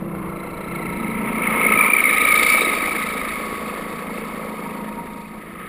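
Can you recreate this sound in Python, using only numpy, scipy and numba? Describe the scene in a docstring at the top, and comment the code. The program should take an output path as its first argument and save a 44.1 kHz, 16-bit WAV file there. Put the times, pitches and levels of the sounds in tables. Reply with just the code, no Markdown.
"""Under water, by a submerged camera: a twin-screw model boat runs past, comes close and draws away.
The port shaft thumps the hull and its gear whines once a turn. The starboard shaft, at a slightly different
speed, rubs and taps, once a turn at first and then twice, and chirps at each hard catch.
Shaped noise and ringing clicks make the churn, bubbles, foam and spray; a motor whine and hull hum lie beneath.
The camera's coarse sampling mirrors it all into a metallic treble."""
import sys
import numpy as np
from scipy import signal
from scipy.fft import rfft, irfft
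from scipy.io import wavfile
from numba import njit

SR = 44100
rng = np.random.default_rng(int(sys.argv[2]) if len(sys.argv) > 2 else 0)


def store_wav(level_fs):
    """Save 16-bit WAV to argv[1]."""
    pcm = np.round(np.clip(np.atleast_2d(level_fs), -1, 1) * 32767)
    wavfile.write(sys.argv[1], SR, pcm.T.astype(np.int16))


N = 250488
TIME = np.arange(N) / SR  # seconds

# In every swell or rise below, the half width is the time from the peak down to 1/e.
# The pass of the stern. Each row: time in seconds, loudness of the shafts in dB (only its swing is used).
PASS = [(0.0, -48.5), (0.4, -37.5), (0.55, -38.5), (0.75, -31.5), (1.28, -27), (1.45, -19), (1.75, -10),
        (2.55, -10.5), (2.85, -19), (3.75, -35), (4.5, -36), (5.05, -43), (5.68, -45.5)]
# Shaft speeds. Each row: time in seconds, port turns per second, starboard turns per second.
SHAFTS = [(0.0, 28.32, 28.44), (0.6, 28.47, 28.36), (1.0, 27.91, 27.79), (1.4, 27.69, 28.25),
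          (1.8, 27.07, 28.17), (2.3, 26.62, 28.12), (2.8, 26.87, 28.13), (3.3, 26.93, 27.9),
          (3.8, 26.97, 28.18), (4.3, 27.11, 28.18), (4.8, 26.69, 27.85), (5.68, 26.96, 28.13)]
# Sharp modes of the shaft tube. Each row: pitch in Hz, width in Hz, level in dB against the rubbing when closest.
TUBE = [(2180, 9.6, -2.5), (2304, 12, -8)]
# Hard catches of the starboard shaft. Each row: time in seconds, peak in dB, pitch in Hz.
CHIRPS = [(1.422, -15.5, 2220), (1.475, -11, 2150), (1.667, -7, 2200), (1.723, -8, 2200), (1.776, -9, 2340),
          (1.812, -5, 2360), (1.903, -8, 2350), (1.937, -4, 2360), (1.968, -5.5, 2320), (2.057, -5.5, 2170),
          (2.094, -9.5, 2220), (2.254, -7, 2290), (2.343, -7, 2200), (2.378, -7.5, 2320), (2.467, -7, 2160),
          (2.649, -12, 2200)]
# The gear's third and fourth partials, which come with load: relative levels in dB.
OVERTONES_DB = [-1.5, -16.5]
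# Spells of load on the gear teeth. Each row: start in seconds, end in seconds, rise of the overtones in dB.
LOAD_SPELLS = [(0.353, 1.148, 7), (2.005, 3.312, 11), (2.334, 2.406, 5.5), (2.588, 2.662, 8)]
# The gear swells as the stern swings. Each row: time in seconds, half width in seconds, rise in dB.
GEAR_RISES = [(1.75, 0.076, 3), (5.64, 0.054, 7.5)]
# The port shaft's thump. Each row: time in seconds, level in dB before the trim in scene().
THUMP = [(0.0, -26), (0.2, -57), (0.5, -51), (0.75, -32.5), (1.2, -21.5), (1.77, -24.5), (1.98, -33),
         (2.3, -32.5), (4.9, -28.5), (5.68, -40.5)]
# Hull modes under the thump. Each row: pitch in Hz, width in Hz, relative level in dB.
HULL = [(137.6, 29, -14.5), (157, 34, -6), (214.4, 29, 0.5), (278, 33, -13)]
# The deepest hull mode stands out as the hull slides by: time in seconds, half width in seconds, added gain in dB.
DEEP_SWELL = (1.15, 0.57, 3.3)
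# Propeller wake. Each row: time in seconds, churn in dB, foam in dB, both before the trims of each layer.
WAKE = [(0.0, -34, -51.5), (1.0, -31.0, -41.5), (1.7, -24, -28.5), (2.0, -29, -30), (2.25, -26.5, -26),
        (2.6, -25, -30.5), (3.15, -30, -33.5), (4.3, -31.5, -40.5), (4.85, -32.5, -45),
        (5.25, -39.5, -49.5), (5.68, -40.5, -41)]
# Noise colours of the wake and the flow. Each row: frequency in Hz, relative level in dB.
CHURN = [(130, -67), (240, 2), (300, 0), (390, -1.5), (490, 2.5), (580, -5), (660, -4), (820, -11),
         (1100, -6.5), (1600, -20)]
FOAM = [(800, -55), (1200, 13), (1480, -2), (1750, 7), (2150, 6.5), (2600, -5), (3000, -5), (3600, -11.5),
        (4500, -46)]
SPRAY = [(2300, 5), (3100, 0), (3700, 8), (4100, 0), (4500, 6.5), (5000, -4.5), (5400, -3.5), (5900, -14)]
RUMBLE = [(12, -5), (27, -1.5), (42, -2.5), (62, -3), (82, -1.5), (100, -12.5), (130, -14), (200, -25)]
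# Gushes of air. Each row: time in seconds, half width in seconds, level in dB.
GUSHES = [(.27, .11, -41), (1.54, .08, -33), (1.84, .08, -28.5)]
# The motor is heard best from astern: time in seconds, half width in seconds, level in dB.
WHINE_SWELL = (3.08, 1.68, -38)
# The hull rings in swells. Each row: time in seconds, half width in seconds, level in dB.
RING_SWELLS = [(1.4, 0.83, -39), (4.87, 0.41, -39)]
# Tones of the hull's hum. Each row: pitch in Hz, level in dB before the swells.
HUM = [(139, -41.5), (172, -35), (199, -35), (334, -37), (398, -46)]
# The hull hums in swells. Each row: time in seconds, half width in seconds, gain in dB on the tones.
HUM_SWELLS = [(.12, 0.34, 1.5), (.87, 0.28, 0.5), (5.6, 0.54, -12.5)]
# A bubble cloud sweeps over the camera and muffles gear and rumble: time and half width in seconds.
CLOUD_S, CLOUD_WIDTH_S = 1.986, 0.16


def from_db(db):
    """Decibels to gain."""
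    return 10 ** (np.asarray(db) / 20)


def rms_one(x):
    """Scale to rms 1."""
    return x / np.sqrt(np.mean(x ** 2) + 1e-20)


def in_time(rows):
    """Draw each column of a curve table at every sample."""
    seconds, *columns = np.transpose(rows)
    return [np.interp(TIME, seconds, column) for column in columns]


def swell(at_s, width_s):
    """A smooth rise and fall of height 1."""
    return np.exp(-((TIME - at_s) / width_s) ** 2)


def swells(rows):
    """Summed gain of a series of swells."""
    return sum(from_db(db) * swell(s, width_s) for s, width_s, db in rows)


def drift(rate_hz):
    """Slow chance of rms 1: noise that falls away steeply above the rate."""
    hz = np.fft.rfftfreq(N, 1 / SR)
    return rms_one(irfft(rfft(rng.standard_normal(N)) / (1 + (hz / rate_hz) ** 4), N))


def coloured(x, spectrum):
    """Give a signal the colour of a spectrum, falling steeply outside it; rms 1."""
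    hz = np.fft.rfftfreq(N, 1 / SR) + 1  # 1 Hz up, to keep the logarithm finite
    points, db = np.transpose(spectrum)
    edges = np.minimum(1, np.minimum(hz / points[0], points[-1] / hz)) ** 4
    colour = from_db(np.interp(np.log(hz), np.log(points), db))
    return rms_one(irfft(rfft(x) * edges * colour, N))


@njit
def two_pole(x, angle, r):
    """Resonator whose centre may move; gain 1 on top."""
    y = np.zeros(len(x))
    for i in range(2, len(x)):
        drive_in = (1 - r * r) / 2 * (x[i] - x[i - 2])
        y[i] = drive_in + 2 * r * np.cos(angle[i]) * y[i - 1] - r * r * y[i - 2]
    return y


def resonate(x, hz, width_hz):
    """Pass a signal through one resonance, whose width sets how fast it dies."""
    angle = 2 * np.pi * hz / SR * np.ones(N)
    kept_alive = x + 1e-18 * np.cos(TIME)  # inaudible offset keeps the arithmetic fast in silence
    return two_pole(kept_alive, angle, np.exp(-np.pi * width_hz / SR))


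def lobe(turns, depth_db):
    """Pressure that peaks at every whole turn and is lower by the depth half a turn away."""
    return from_db(depth_db * (np.cos(2 * np.pi * turns) - 1) / 2)


def grains(per_s, spread_db):
    """Random clicks of uneven size and either sign."""
    struck = rng.random(N) < per_s / SR
    size = from_db(spread_db * np.minimum(rng.exponential(1, N), 4))
    return struck * size * rng.choice([-1, 1], N)


def friction(turns, worn_share):
    """Rough contact: the same uneven surface comes round every turn, along with fresh noise."""
    points = 1600  # per turn
    surface = irfft(np.exp(2j * np.pi * rng.random(points // 2 + 1)), points)
    worn = rms_one(surface[(turns * points).astype(int) % points])
    return np.sqrt(worn_share) * worn + np.sqrt(1 - worn_share) * rng.standard_normal(N)


def taps(turns, hz):
    """Short contacts every whole turn, later every half turn, each a clean burst at the chatter's pitch."""
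    burst_s, uneven_db, spread_hz = 0.0036, 2.2, 60  # burst_s is the half width
    slip_rad, double_from_s, single_tap_db = 0.074 * 2 * np.pi, 1.1, 3
    index = np.round(2 * turns).astype(int) + 2
    strength, detune, slip = rng.standard_normal((index.max() + 1, 3))[index].T
    t = (turns - np.round(2 * turns) / 2) / np.gradient(turns, TIME)  # seconds from the nearest tap
    # single taps use every other contact and stand out more
    touches = np.where(TIME > double_from_s, 1, index % 2 * from_db(single_tap_db))
    tone = np.cos(2 * np.pi * (hz + spread_hz * detune) * t + slip_rad * slip)
    burst = np.exp(-(t / burst_s) ** 2) * tone
    return rms_one(touches * from_db(uneven_db * np.clip(strength, -2, 1)) * burst)


def chatter(turns, near_db, at_turn, width_hz):
    """The shaft rubs all the time, taps and rings its tube; it sticks for a moment at each hard catch."""
    hz = 2231 + 3 * near_db + 34.3 * drift(13.0)  # tends higher when close, and wanders
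    rubbing = friction(turns, worn_share=0.38)
    broad = rms_one(resonate(resonate(rubbing, hz, width_hz), hz, width_hz))
    sharp = sum(from_db(db) * rms_one(resonate(broad, mode_hz, width)) for mode_hz, width, db in TUBE)
    # the tube's long ring fades faster with distance than the rubbing
    rub = broad * from_db(-0.5) + sharp * from_db(0.19 * near_db)
    stuck = sum(swell(s - 0.003, 0.0073) for s, _, _ in CHIRPS)
    contact = rms_one(rub + from_db(0.5) * taps(turns - at_turn, hz))
    return contact * from_db(-15 * stuck)


def chirps(length_s):
    """Hard catches: tones that swell and die within a few milliseconds."""
    out = np.zeros(N)
    for s, db, hz in CHIRPS:
        near = slice(int((s - 10 * length_s) * SR), int((s + 10 * length_s) * SR))
        t = TIME[near] - s
        tone = np.cos(2 * np.pi * (hz * t + rng.random()))
        out[near] += from_db(db) * np.exp(-(t / length_s) ** 2) * tone
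    return out


def gear(turns, at_turn, depth_db, looseness):
    """A gear runs off centre, so its whine swells once a turn; play in the teeth blurs the pitch."""
    octave_db, rest_db, onset_s = -11.5, -21.5, 0.023  # rest: overtones with no load
    mesh = 2 * np.pi * 47 * turns  # 47 tooth contacts a turn
    phase = mesh + looseness * drift(44) + 0.45 * drift(4.7)
    octave = from_db(octave_db + 4.4 * drift(43)) * np.cos(2 * phase + drift(116))
    overtones = sum(from_db(db + 3.4 * drift(98)) * np.cos(k * phase + drift(210))
                    for k, db in enumerate(OVERTONES_DB, 3))
    load_db = 0
    for start, end, db in LOAD_SPELLS:
        inside_s = np.minimum(TIME - start, end - TIME)
        load_db = load_db + db * np.clip(inside_s / onset_s + 0.5, 0, 1)
    pressure = lobe(turns - at_turn, depth_db) * from_db(1.4 * drift(55))
    return rms_one(pressure * (np.cos(phase) + octave + from_db(rest_db + load_db) * overtones))


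def thump(turns, at_turn, uneven_db, rough):
    """An unbalanced shaft knocks the hull's modes once a turn and shakes them in between."""
    knocks = np.diff(np.floor(turns - at_turn), prepend=np.floor(-at_turn))
    knocks = knocks * from_db(uneven_db * drift(28))
    force = rms_one(knocks) + rough * rng.standard_normal(N)
    modes = [(-1) ** k * from_db(db) * resonate(force, hz, width)  # neighbours in opposite sign
             for k, (hz, width, db) in enumerate(HULL)]
    body = sum(modes) + swells([DEEP_SWELL]) * modes[0]
    band = signal.butter(2, [140, 380], "band", fs=SR, output="sos")
    return rms_one(signal.sosfilt(band, body) * lobe(turns - at_turn - 0.1, depth_db=-2.5))


def bubbles(per_s, cycles):
    """Bubbles of many sizes, each starting softly and ringing for a few cycles."""
    clicks = grains(per_s, spread_db=5.5)
    pitches = np.geomspace(280, 950, 14)  # Hz
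    dealt = rng.integers(0, len(pitches), N)
    rings = sum(resonate(clicks * (dealt == k), hz, hz / cycles) for k, hz in enumerate(pitches))
    return rms_one(signal.sosfilt(signal.butter(2, 1300, fs=SR, output="sos"), rings))


def churn(turns, churn_db):
    """Churned water pulses twice a turn with the blades, among ringing bubbles."""
    blades = lobe(2 * (turns - 0.28), depth_db=8.5)
    swirl = coloured(friction(turns, worn_share=0.35) * blades * from_db(drift(30)), CHURN)
    return from_db(churn_db) * (from_db(-2.5) * swirl + from_db(-11.5) * bubbles(per_s=400, cycles=8.5))


def gurgle(churn_db):
    """Air gurgles through one broad resonance, steadily below the churn and in gushes."""
    air = rms_one(resonate(resonate(rng.standard_normal(N), 1074, 340), 1074, 340))
    return (from_db(churn_db - 11) + swells(GUSHES)) * air


def foam(foam_db):
    """Foam fizzes: noise and uneven clicks that flicker in level."""
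    fizz = rng.standard_normal(N) + 0.54 * rms_one(grains(1500, spread_db=8.5))
    return from_db(foam_db + 1.5) * coloured(fizz * from_db(2.36 * drift(38)), FOAM)


def spray(turns, foam_db):
    """Fine spray bursts once a turn, trails the foam and surges once as the propellers' jet goes by."""
    lag_s, below_foam_db, surge_db = 0.58, -12.5, 13
    spray_db = below_foam_db + np.interp(TIME - lag_s, TIME, foam_db) + surge_db * swell(2.48, 0.14)
    fizz = rng.standard_normal(N) + 0.6 * rms_one(grains(900, spread_db=3.5))
    bursts = fizz * lobe(turns - 0.47, depth_db=5) * from_db(2 * drift(60))
    return from_db(spray_db) * coloured(bursts, SPRAY)


def drive(turns):
    """The motor whines at forty times the shaft speed; the hull hums and rings on fixed tones."""
    whine = rms_one(np.sin(2 * np.pi * 40 * turns + 0.3 * drift(10)))
    whine = swells([WHINE_SWELL]) * from_db(1.7 * drift(2.3)) * whine
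    ring = np.sin(2 * np.pi * 940 * TIME + 0.5 * drift(26)) * lobe(turns - 0.3, depth_db=6)
    ring = swells(RING_SWELLS) * from_db(3.1 * drift(23)) * rms_one(ring)
    hum = 0
    for hz, db in HUM:
        tone = np.sqrt(2) * np.sin(2 * np.pi * hz * TIME + 1.28 * drift(7.8))
        hum = hum + from_db(db + 1.04 * drift(27)) * tone
    return whine + ring + swells(HUM_SWELLS) * hum


def rumble():
    """Water flowing round the camera: low noise that calms as time goes on and dips under the cloud."""
    start_db, db_per_s, cloud_db = -42.5, -1.37, -8
    rumble_db = start_db + db_per_s * TIME + cloud_db * swell(CLOUD_S, CLOUD_WIDTH_S)
    return from_db(rumble_db) * coloured(rng.standard_normal(N), RUMBLE)


def scene():
    """Both shafts, the wake, the drive and the flow, heard through the water."""
    port, starboard = [np.cumsum(speed) / SR for speed in in_time(SHAFTS)]  # turns so far
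    churn_db, foam_db = in_time(WAKE)
    thump_db, = in_time(THUMP)
    pass_db, = in_time(PASS)
    near_db = pass_db - pass_db.max()  # 0 at the closest point
    # each shaft sound follows its own share of the pass's swing
    chatter_db = -17.5 + 0.87 * near_db
    gear_db = -23.5 + 0.67 * near_db - 5.5 * swell(CLOUD_S, CLOUD_WIDTH_S)
    gear_db += sum(db * swell(s, width_s) for s, width_s, db in GEAR_RISES)

    out = from_db(chatter_db) * chatter(starboard, near_db, at_turn=0.06077, width_hz=480)
    out += chirps(length_s=0.004)
    out += from_db(gear_db) * gear(port, at_turn=0.37, depth_db=17.5, looseness=0.69)
    out += from_db(thump_db - 4.5) * thump(port, at_turn=0.5303, uneven_db=-0.05, rough=0.55)
    out += churn(starboard, churn_db) + gurgle(churn_db)
    out += foam(foam_db) + spray(starboard, foam_db)
    out += drive(starboard) + rumble()
    return out[None]


def record(dry):
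    """The camera adds faint hiss; each coarse sample is held four times, which mirrors sound into the treble."""
    sampling_hz, cutoff_hz, hiss_db = 12000, 15100, -65
    hissing = dry + from_db(hiss_db) * rng.standard_normal(N)
    smooth = signal.sosfilt(signal.butter(8, 5750, fs=SR, output="sos"), hissing)
    coarse = signal.resample(smooth, round(N * sampling_hz / SR), axis=-1)
    held = signal.resample(np.repeat(coarse, 4, axis=-1), N, axis=-1)
    return signal.sosfilt(signal.ellip(10, 0.1, 90, cutoff_hz, fs=SR, output="sos"), held)


dry = scene()
out = record(dry)
store_wav(out)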